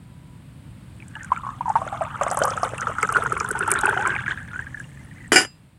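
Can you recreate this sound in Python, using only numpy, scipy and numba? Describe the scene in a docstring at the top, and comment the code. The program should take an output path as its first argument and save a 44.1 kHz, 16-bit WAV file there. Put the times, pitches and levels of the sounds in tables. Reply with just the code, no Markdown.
"""Outdoors, far traffic and leaves murmur as shaped noise, with a faint distant whine at first.
Close to a small microphone, water runs from an enamelled kettle into a drinking glass: a swarm of
chance bubbles rings the air in the glass and the glass itself. The stream breaks into gulps: trapped
bubbles and the air in the glass ring as fading tones, with spits of filtered noise.
At the end the kettle knocks hard twice and more lightly after: ringing modes, cracks and a lid rattle."""
import sys
import numpy as np
from scipy import signal
from scipy.fft import rfft, irfft, next_fast_len
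from scipy.io import wavfile
from scipy.ndimage import uniform_filter1d
from numba import njit

SR = 44100
rng = np.random.default_rng(int(sys.argv[2]) if len(sys.argv) > 2 else 0)


def log_audio(samples):
    """Write samples as a 16-bit WAV file to the path given in sys.argv[1]."""
    # one column per channel
    frames = np.atleast_2d(samples).T
    # limit to full scale, then quantise
    limited = np.clip(frames, -1, 1)
    pcm = np.round(limited * 32767).astype(np.int16)
    wavfile.write(sys.argv[1], SR, pcm)


def amplitude_ratio(level_db):
    """Convert a level in decibels to the matching linear amplitude (field) ratio."""
    exponent = np.asarray(level_db, float) / 20
    return 10 ** exponent


N = 254898  # length in samples

# Levels of close sounds are those ahead of the microphone response; T60 is the time to fall by 60 dB.

# Far traffic over time. Each row: time in seconds, level in dB.
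TRAFFIC_LEVEL = [(0.0, -44.5), (0.74, -41), (3.19, -37), (3.94, -36.5), (4.99, -41.5), (5.35, -40),
                 (5.5, -46.5)]
# Colour of the far traffic. Each row: frequency in Hz, relative density in dB per Hz.
TRAFFIC_SPECTRUM = [(18, -43.5), (30, -13), (130, -1), (167, -6.5), (256, -13), (329, -19.5), (350, -23.5),
                    (377, -32), (600, -29), (780, -69.5), (1320, -120)]
# Colour of the leaves. Each row: frequency in Hz, relative density in dB per Hz.
LEAVES_SPECTRUM = [(300, -0.5), (1000, 0.5), (3000, -5.5), (4500, -11), (6000, -21), (7500, -14),
                   (8500, -8), (10000, -13), (11500, -20), (15800, -20.5)]
LEAVES_DB = -57  # mean level
# A faint far whine. Each row: time in seconds, mean level in dB.
WHINE_LEVEL = [(0, -69), (.35, -56.5), (.45, -81)]
WHINE_HZ = 982

# The stream, before it surges: flow drives gurgle and splatter, splashiness the small bubbles and spray.
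# Each row: time in seconds, flow in dB, splashiness in dB.
STREAM_FLOW = [(0.95, -61.5, -63), (1.2, -35.5, -60), (1.63, -40, -60.5), (1.83, -32, -50.5),
               (2.06, -30, -57.5), (2.24, -23, -49.5), (2.39, -29.5, -43), (2.87, -27, -50),
               (3.23, -26, -46), (3.49, -30.5, -49.5), (3.73, -21, -48), (3.96, -22, -46), (4.2, -22, -52),
               (4.42, -34.5, -56), (4.7, -38.5, -59), (4.9, -46, -56), (5.29, -41, -61.5)]
# Resonance of the air in the glass: falls quickly at first, then climbs as the glass fills.
# Each row: time in seconds, pitch in Hz.
AIR_PITCH = [(1.2, 1620), (1.4, 1166), (3.5, 1380), (4.3, 1640), (5.29, 1840)]
# Small bubbles at a splashiness of -50 dB, before surging; dB gained per dB of splashiness.
SMALL_DB, SMALL_SLOPE = -43, 2.53
# The low note of the glass, before flare and surge. Each row: time in seconds, level in dB.
LOW_NOTE_LEVEL = [(1.6, -39), (1.9, -30.5), (2.9, -43.5), (3.1, -40.5), (4.05, -34), (4.45, -62)]
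# It sinks as the glass fills: pitch at the first row above, pitch it tends to, time constant.
LOW_NOTE_EMPTY_HZ, LOW_NOTE_FULL_HZ, LOW_NOTE_SINK_S = 870, 356.6, 0.82
# Peak over the low note's level; dB added per dB of the bubble or ping; ring time.
THUMP_DB, THUMP_SHARE, THUMP_T60_S = 11, 0.37, .09
# Colour of the spray. Each row: frequency in Hz, relative density in dB per Hz.
SPRAY_SPECTRUM = [(1760, -18.5), (3000, 18), (4310, -23.5), (4950, -5), (6400, 3.5), (7610, 4.5),
                  (8510, 8.5), (11600, -9), (15800, -42)]
# Colour of the splatter. Each row: frequency in Hz, relative density in dB per Hz.
SPLATTER_SPECTRUM = [(250, -18), (700, -7.5), (1500, 15), (3300, -17), (5000, -20.5), (8500, -25),
                     (15000, -37)]

# Small drops, before wavering. Each row: start in seconds, peak in dB, starting pitch in Hz.
DROP_EVENTS = [(1.002, -33, 2520), (1.0239, -30, 2290), (1.1541, -29.5, 2860), (1.3623, -27, 2280),
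               (2.423, -20, 3080), (2.7812, -23, 2680), (3.0292, -7.5, 2130), (3.14, -20, 2810),
               (3.4026, -19, 2350), (3.6267, -23, 2680), (3.7194, -16, 2300), (3.9753, -21, 2970),
               (4.0599, -16, 2240), (4.1518, -18.5, 2460), (3.789, -26.5, 3830), (4.105, -23, 3020),
               (4.262, -20.5, 2260), (4.305, -23, 3200), (4.842, -34, 2790)]
DROP_T60_S = 0.021
# Pings of the air above the water, before wavering. Each row: start in seconds, peak in dB, starting pitch in Hz.
PING_EVENTS = [(1.1528, -26, 1680), (1.207, -26, 1790), (1.2446, -28.5, 1520), (1.304, -30.5, 1090),
               (1.3628, -24.5, 1440), (1.372, -17.5, 1347), (1.4483, -24, 1100), (1.4893, -18.5, 1110),
               (1.755, -3, 1067), (1.8764, -21.5, 1380), (2.0167, -20, 1110), (2.2108, -7, 1200),
               (2.2646, -13, 1105), (2.3718, -12.5, 1110), (2.4168, -10, 1440), (2.4516, -6.5, 1170),
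               (2.518, -19, 1320), (2.5753, -11.5, 1313), (2.6307, -9.5, 1164), (2.8166, -17.5, 1490),
               (2.87, -11, 1323), (2.9836, -11.5, 1410), (3.0302, -4.5, 1318), (3.0905, -12.5, 1314),
               (3.125, -22, 1400), (3.1476, -12, 1470), (3.166, -3, 1437), (3.2216, -11, 1330),
               (3.2605, -10, 1423), (3.3208, -4, 1303), (3.37, -16.5, 1390), (3.407, -10.5, 1295),
               (3.485, -18.5, 1300), (3.506, -15.5, 1490), (3.5516, -18.5, 1460), (3.6065, -11, 1420),
               (3.629, -15.5, 1500), (3.679, -12.5, 1370), (3.706, -12.5, 1460), (3.7173, -10, 1425),
               (3.7377, -13.5, 1526), (3.756, -11.5, 1414), (3.835, -11.5, 1495), (3.854, -5, 1410),
               (3.8794, -12.5, 1480), (3.922, -15, 1500), (3.9734, -7, 1426), (4.0525, -7, 1310),
               (4.1032, -6, 1595), (4.124, -18, 1540), (4.1922, -17.5, 1580), (4.263, -18, 1434),
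               (4.2796, -9.5, 1653), (4.3095, -11.5, 1525), (4.374, -22.5, 1640), (4.5916, -16, 1616),
               (4.6214, -31.5, 1830), (4.6668, -27.5, 1620), (4.7446, -36, 1450), (4.771, -25.5, 1686),
               (4.8005, -23.5, 1630), (4.9925, -42, 2030), (5.1686, -40, 2030), (5.2042, -33, 1970)]
PING_T60_S, PING_DAMP = 0.021, 0.28  # ring of a 0 dB ping; dB of ring time lost per dB of strength
# Trapped bubbles, and near the end a few long, high pings, before wavering.
# Each row: start in seconds, peak in dB, starting pitch in Hz, T60 in seconds.
BUBBLE_EVENTS = [(1.3183, -1.5, 1010, 0.019), (1.434, -24.5, 1095, 0.072), (1.466, -18.5, 1070, 0.054),
                 (1.608, -11, 945, 0.024), (1.656, -13.5, 946, 0.067), (1.679, -14.5, 870, .1),
                 (1.7, -9.5, 833, 0.046), (1.755, -4.5, 882, 0.078), (1.816, -15, 1064, 0.042),
                 (1.817, -17.5, 650, 0.045), (1.866, -22, 615, 0.035), (1.925, -19, 780, 0.1),
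                 (2.009, -15, 770, 0.031), (2.211, -13.5, 670, 0.043), (2.265, -10, 633, 0.035),
                 (2.312, -16.5, 660, 0.1), (2.371, -15.5, 765, 0.084), (2.416, -10, 559, 0.12),
                 (2.473, -12, 1023, 0.068), (2.568, -21, 650, 0.069), (2.631, -11.5, 653, 0.061),
                 (2.735, -15.5, 550, 0.018), (2.896, -21, 560, 0.044), (3.122, -15, 1160, 0.032),
                 (3.16, -10, 1100, 0.019), (3.259, -18, 1005, 0.044), (3.319, -19, 1034, .04),
                 (3.366, -16, 1120, 0.029), (3.409, -16.5, 1030, .02), (3.446, -27, 969, 0.22),
                 (3.551, -24, 857, 0.21), (3.679, -13.5, 875, .044), (3.833, -13.5, 850, 0.054),
                 (3.878, -10.5, 846, .068), (3.93, -15, 910, 0.052), (3.966, -18, 734, 0.11),
                 (3.989, -15.5, 783, 0.19), (4.058, -16.5, 995, 0.17), (4.5124, -31, 1380, 0.086),
                 (4.5326, -23.5, 1388, 0.12), (4.559, -20.5, 1474, 0.06)]
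# How these move: lazy plops, then quick chirps in shallow churned water, then deeper.
# Each row: time in seconds, exponential pitch rise per second, swell in seconds.
BUBBLE_MOTION = [(1.32, 3.2, 0.0034), (1.45, 2.3, 0.0011), (1.65, 3.4, 0.0034), (2.05, 2.1, .0012),
                 (2.2, 12.7, .0008), (2.9, 21, .0007), (3.1, 4.2, .0006), (3.6, 3.3, 0.001),
                 (4.06, 3.1, .0007)]
# Spits of spray. Each row: start in seconds, peak in dB, centre in Hz.
SPIT_EVENTS = [(1.0814, -38.5, 8000), (1.231, -33.5, 6800), (1.246, -30.5, 8060), (1.693, -34, 7250),
               (2.2125, -32.5, 7800), (2.2337, -21.5, 7460), (2.302, -26, 6150), (2.3135, -19, 7900),
               (2.333, -32, 10600), (2.345, -26, 10500), (2.3719, -15.5, 7600), (2.39, -18, 9500),
               (2.4364, -15, 6060), (2.453, -19.5, 10100), (2.5047, -25, 5800), (2.568, -28, 7700),
               (2.632, -24, 5430), (2.643, -30, 9500), (2.691, -32, 8000), (2.78, -27.5, 8300),
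               (2.809, -22, 6560), (2.9846, -37, 6370), (3.028, -18, 7800), (3.072, -31, 7850),
               (3.089, -29.5, 6000), (3.1247, -20.5, 9100), (3.238, -27, 10100), (3.325, -26, 8400),
               (3.378, -29, 8950), (3.4008, -16.5, 6270), (3.445, -29.5, 7160), (3.4887, -22, 9800),
               (3.5123, -18.5, 8700), (3.5907, -20, 8600), (3.677, -25, 8260), (3.7049, -18, 9000),
               (3.716, -5.5, 9100), (3.7388, -15.5, 7900), (3.7889, -22.5, 8800), (3.811, -20.5, 8200),
               (3.8584, -17, 8700), (3.895, -25, 8900), (4.074, -20, 7940), (4.797, -36, 7500)]
SPIT_CYCLES = 111  # cycles of its centre pitch until the main hiss has died by 60 dB

# Kettle knocks. Each row: start in seconds, ring in dB, crack peak in dB.
KNOCK_EVENTS = [(5.3194, -19, -1.5), (5.3587, -3, -6), (5.387, -21, -8), (5.449, -43.5, -18.5)]
# Modes of the kettle. Each row: pitch in Hz, relative level in dB, T60 in seconds.
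KETTLE_MODES = [(328, -14, .12), (366, -13, .12), (760, -11, .16), (1480, -12, .14), (1741, -4, .11),
                (1888, -8, .12), (1992, -12, .12), (2246, -12, .12), (2354, -8, .16), (2700, -33, .45),
                (2835, -13, .13), (4690, -16, .15), (4936, -15, .25), (5123, -16, .14), (6207, -24, .2),
                (6995, -16, .14), (7373, -17, .18), (7553, -22, .26), (8900, -17, .09), (9290, -17, .1),
                (9616, -14, .12)]
# Colour of rattle and cracks. Each row: frequency in Hz, relative density in dB per Hz.
RATTLE_SPECTRUM = [(88, -51.5), (150, -27), (359, 4), (481, -8), (1240, -7.5), (1400, -0.5), (1910, -2),
                   (2600, -20), (2980, -3.5), (4060, -39), (4930, -22.5), (9730, -23.5), (15500, -45.5)]
# Rattle gain just after a hard knock; it settles ever faster, 60 dB down after this time.
LID_DB, LID_SETTLE_S = -15.5, 0.15

# The small microphone under cloth, for sounds close by. 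Each row: frequency in Hz, response in dB.
MIC_RESPONSE = [(3300, -1.5), (3800, -1), (4350, 2.5), (4700, 2), (11000, 3), (12300, -3.5), (16000, -26.5)]
# Everything fades at the end. Each row: time in seconds, gain in dB.
END_FADE = [(5.39, -0.5), (5.78, -7.5)]
TOP_HZ = 15900  # top of the recorder's range


def unit(x):
    """Scale to rms 1."""
    return x / np.sqrt(np.mean(x ** 2))


def curve(table):
    """Columns of a table after the first, as one value per sample."""
    s, *columns = np.transpose(table)
    return [np.interp(np.arange(N) / SR, s, c) for c in columns]


def colour(x, spectrum):
    """Shape a sound by (Hz, dB) points, joined on a logarithmic frequency scale."""
    hz, db = np.transpose(spectrum)
    size = next_fast_len(len(x))
    f = np.maximum(np.arange(size // 2 + 1) * SR / size, 1)
    gain = amplitude_ratio(np.interp(np.log(f), np.log(hz), db))
    return irfft(rfft(x, size) * gain, size)[:len(x)]


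def colour_taps(spectrum):
    """Symmetric response with the squared spectrum, ready for a causal version."""
    pulse = np.zeros(1023)
    pulse[511] = 1
    return colour(colour(pulse, spectrum), spectrum) * np.hanning(1023)


def walk(rate):
    """Random levels, rate per second, slewed from one to the next; spread near 1."""
    k = int(SR / rate)
    held = np.repeat(rng.standard_normal(N // k + 1), k)
    return uniform_filter1d(held, k)[:N]


def trail(x, t60):
    """Strength of a sound, lingering for t60."""
    keep = 1000. ** (-1 / (t60 * SR))
    return signal.lfilter([1 - keep], [1, -keep], np.abs(x))


@njit
def band(x, hz, width):
    """Band-pass whose centre may move, gain 1 at the centre."""
    y, b, l = np.empty(len(x)), 0., 0.
    for i in range(len(x)):
        g, k = np.tan(np.pi * hz[i] / SR), width / hz[i]
        v = (b + g * (x[i] - l)) / (1 + g * (g + k))
        b, l, y[i] = 2 * v - b, l + 2 * g * v, k * v
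    return y


@njit
def rings(s, gain, hz, rise, t60, swell, n):
    """Sum of fading tones that swell in while they slide up in pitch (at most an octave)."""
    out = np.zeros(n)
    for e in range(len(s)):
        i0, phase = int(s[e] * SR), 0.
        for i in range(min(int(t60[e] * SR), n - i0)):
            t = i / SR
            phase += 2 * np.pi * hz[e] * min(np.exp(rise[e] * t), 2.) / SR
            envelope = min(t / swell[e], 1.) * 1000. ** (-t / t60[e])
            out[i0 + i] += gain[e] * np.sin(phase) * envelope
    return out


def tones(s, db, hz, rise, t60, swell):
    """Fading tones whose level at the end of the swell is db."""
    columns = np.broadcast_arrays(s, db, hz, rise, t60, swell)
    s, db, hz, rise, t60, swell = (1. * c for c in columns)
    t60, swell = np.clip(t60, .003, 1), np.clip(swell, 1e-4, .01)
    return rings(s, amplitude_ratio(db + 60 * swell / t60), hz, rise, t60, swell, N)


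def swarm(low_hz, high_hz, cycles, rise, spread_db, count):
    """Many unlisted bubbles of chance size, strength and moment, scaled to rms 1."""
    moment, size, strength = rng.random((count, 3)).T
    hz = low_hz * (high_hz / low_hz) ** size
    db = -spread_db * np.log(strength)
    return unit(tones(moment * (N - 1) / SR, db, hz, rise, cycles / hz, 0.00053))


def burst(t60):
    """A noise burst that starts at once and dies in t60."""
    t = np.arange(SR // 4) / SR
    return rng.standard_normal(len(t)) * 1000. ** (-t / max(t60, .002))


def add(out, s, x):
    """Mix x into out at time s."""
    i = int(s * SR)
    out[i:i + len(x)] += x[:N - i]


def outdoors():
    """In the distance traffic swells, leaves hiss almost evenly, and a thin whine sounds at first."""
    traffic = unit(colour(rng.standard_normal(N), TRAFFIC_SPECTRUM)) * amplitude_ratio(curve(TRAFFIC_LEVEL)[0])
    hiss = colour(rng.standard_normal(N), [(100, -35.0)] + LEAVES_SPECTRUM)
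    leaves = unit(hiss) * amplitude_ratio(LEAVES_DB + .5 * walk(2.7))
    whine = np.sin(2 * np.pi * WHINE_HZ * np.arange(N) / SR)
    return traffic + leaves + whine * amplitude_ratio(curve(WHINE_LEVEL)[0] + 2 * walk(15))


def air_gurgle():
    """Churning bubbles excite the air in the glass; its resonance falls quickly, then climbs with filling."""
    churn = swarm(731.0, 3590.0, 36.0, 4.5, 3.23, count=5000)
    return unit(band(churn, curve(AIR_PITCH)[0], 190.0) + amplitude_ratio(-22.0) * churn)


def low_note_pitch():
    """The low note of the glass sinks exponentially as the glass fills."""
    since = np.maximum(np.arange(N) / SR - LOW_NOTE_LEVEL[0][0], 0)
    fall = np.exp(-since / LOW_NOTE_SINK_S)
    return LOW_NOTE_FULL_HZ + (LOW_NOTE_EMPTY_HZ - LOW_NOTE_FULL_HZ) * fall


def low_note(hz):
    """Short-lived low bubbles drive the sinking resonance of the glass through two bands."""
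    plops = swarm(252.0, 735.0, 7.6, 0., 2.0, count=1500)
    return unit(band(band(plops, hz, 83.0), hz, 120.))


def thumps(hz, level_db):
    """Every row of the bubble table, late pings included, also thumps the low note."""
    s, db = np.transpose(BUBBLE_EVENTS)[:2]
    at = (s * SR).astype(int)
    peak_db = level_db[at] + THUMP_DB + THUMP_SHARE * db
    return tones(s, peak_db, hz[at], 1.5, THUMP_T60_S, 0.0045)


def spray():
    """Very short high bubble tones and noise fizz together."""
    fizz = swarm(4500., 14160.0, 9., 0., 3.2, count=3000) + amplitude_ratio(-1) * rng.standard_normal(N)
    return unit(colour(fizz, SPRAY_SPECTRUM))


def splatter(loud, flow_db):
    """Shaped noise follows the loud gulps; a thin trickle splatters less than a full stream."""
    noise = unit(colour(rng.standard_normal(N), SPLATTER_SPECTRUM))
    return amplitude_ratio(np.minimum(flow_db + 17, -11)) * trail(loud, 0.017) * noise


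def stream(loud):
    """Churning water rings the air in the glass and the glass; splatter, small bubbles and spray fill in."""
    flow_db, splash_db = curve(STREAM_FLOW)
    low_db, low_hz = curve(LOW_NOTE_LEVEL)[0], low_note_pitch()
    t = np.arange(N) / SR
    flowing = (t > STREAM_FLOW[0][0]) & (t < STREAM_FLOW[-1][0])
    # the churn flares after every gulp and sinks until the next
    after = trail(loud, 0.13)
    flare = after / (uniform_filter1d(after, size=11000) + 0.0041)
    surge = .5 + 0.34 * flare
    small = swarm(430., 1000., 37.0, 13.0, 1.4, count=350)
    fill = air_gurgle() * amplitude_ratio(flow_db)
    fill += small * amplitude_ratio(SMALL_DB + SMALL_SLOPE * (splash_db + 50))
    fill += low_note(low_hz) * flare * amplitude_ratio(low_db)
    fill += spray() * amplitude_ratio(splash_db)
    return splatter(loud, flow_db) + thumps(low_hz, low_db) + flowing * surge * fill


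def gulps():
    """Loud drops, pings and bubbles ring one by one, sliding up in pitch; their level wavers a little."""
    s, db, hz = np.transpose(DROP_EVENTS)
    drops = tones(s, db, hz, 1.8, DROP_T60_S, 0.00055)
    s, db, hz = np.transpose(PING_EVENTS)
    # weaker pings ring longer
    pings = tones(s, db, hz, 0.81, PING_T60_S * amplitude_ratio(-PING_DAMP * db), 0.0015)
    s, db, hz, t60 = np.transpose(BUBBLE_EVENTS)
    rise, swell = (c[(s * SR).astype(int)] for c in curve(BUBBLE_MOTION))
    bubbles_and_late_pings = tones(s, db, hz, rise, t60, swell)
    return (bubbles_and_late_pings + pings + drops) * amplitude_ratio(2.5 * walk(150))


def spits():
    """Each spit is a brief hiss around its centre, with a fainter tail of droplets."""
    out = np.zeros(N)
    for s, db, hz in SPIT_EVENTS:
        centre_hz = np.full(SR // 4, 1. * hz)
        hiss = burst(SPIT_CYCLES / hz) + amplitude_ratio(-15.5) * burst(0.023)
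        x = band(band(hiss, centre_hz, 0.42 * hz), centre_hz, 0.42 * hz)
        add(out, s, amplitude_ratio(db) * x / np.abs(x).max())
    return out


def lid():
    """Gain of the rattle: the two hard knocks each set the lid rattling afresh."""
    t, gain = np.arange(N) / SR, np.zeros(N)
    for s, _, _ in KNOCK_EVENTS[:2]:
        settling = 1000. ** -((t - s) / LID_SETTLE_S) ** 2
        gain = np.where(t > s, amplitude_ratio(LID_DB) * settling, gain)
    return gain


def kettle():
    """Knocks crack and ring the same modes in new strengths; the lid's rattle keeps them sounding roughly."""
    hz, mode_db, t60 = np.transpose(KETTLE_MODES)
    taps = signal.minimum_phase(colour_taps(RATTLE_SPECTRUM))
    rattle = rng.standard_normal(N) * amplitude_ratio(2.3 * walk(300))
    stirred = np.zeros(N)
    for f, db, ring_s in zip(hz, mode_db, t60):
        stirred += amplitude_ratio(db) * unit(band(rattle, np.full(N, f), 6 / ring_s))
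    out = (unit(signal.lfilter(taps, 1, rattle)) + amplitude_ratio(-3.5) * unit(stirred)) * lid()
    for s, ring_db, crack_db in KNOCK_EVENTS:
        strengths = ring_db + mode_db + 3 * rng.standard_normal(len(hz))
        out += tones(s, strengths, hz, 0., t60, 0.0009)
        crack = signal.lfilter(taps, 1, burst(0.03))
        add(out, s, amplitude_ratio(crack_db) * crack / np.abs(crack).max())
    return out


def scene():
    """Surroundings, water and kettle, one channel; only close sounds pass the microphone response."""
    loud = gulps()
    near = colour(loud + stream(loud) + spits() + kettle(), MIC_RESPONSE)
    return ((near + outdoors()) * amplitude_ratio(curve(END_FADE)[0]))[None]


def band_limit(x):
    """A steep low-pass at the top of the band."""
    return signal.sosfilt(signal.butter(12, 16360, fs=SR, output="sos"), x)


def record(dry):
    """The recorder thins the deepest bass, rounds the loudest peaks and cuts the top."""
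    low_cut = signal.butter(2, 42, "high", fs=SR, output="sos")
    top_cut = signal.ellip(8, .2, 70, TOP_HZ, fs=SR, output="sos")
    thinned = signal.sosfilt(low_cut, dry)
    rounded = np.tanh(.8 * thinned) / .8
    mix = signal.sosfilt(top_cut, rounded)
    return band_limit(mix)


dry = scene()
out = record(dry)
log_audio(out)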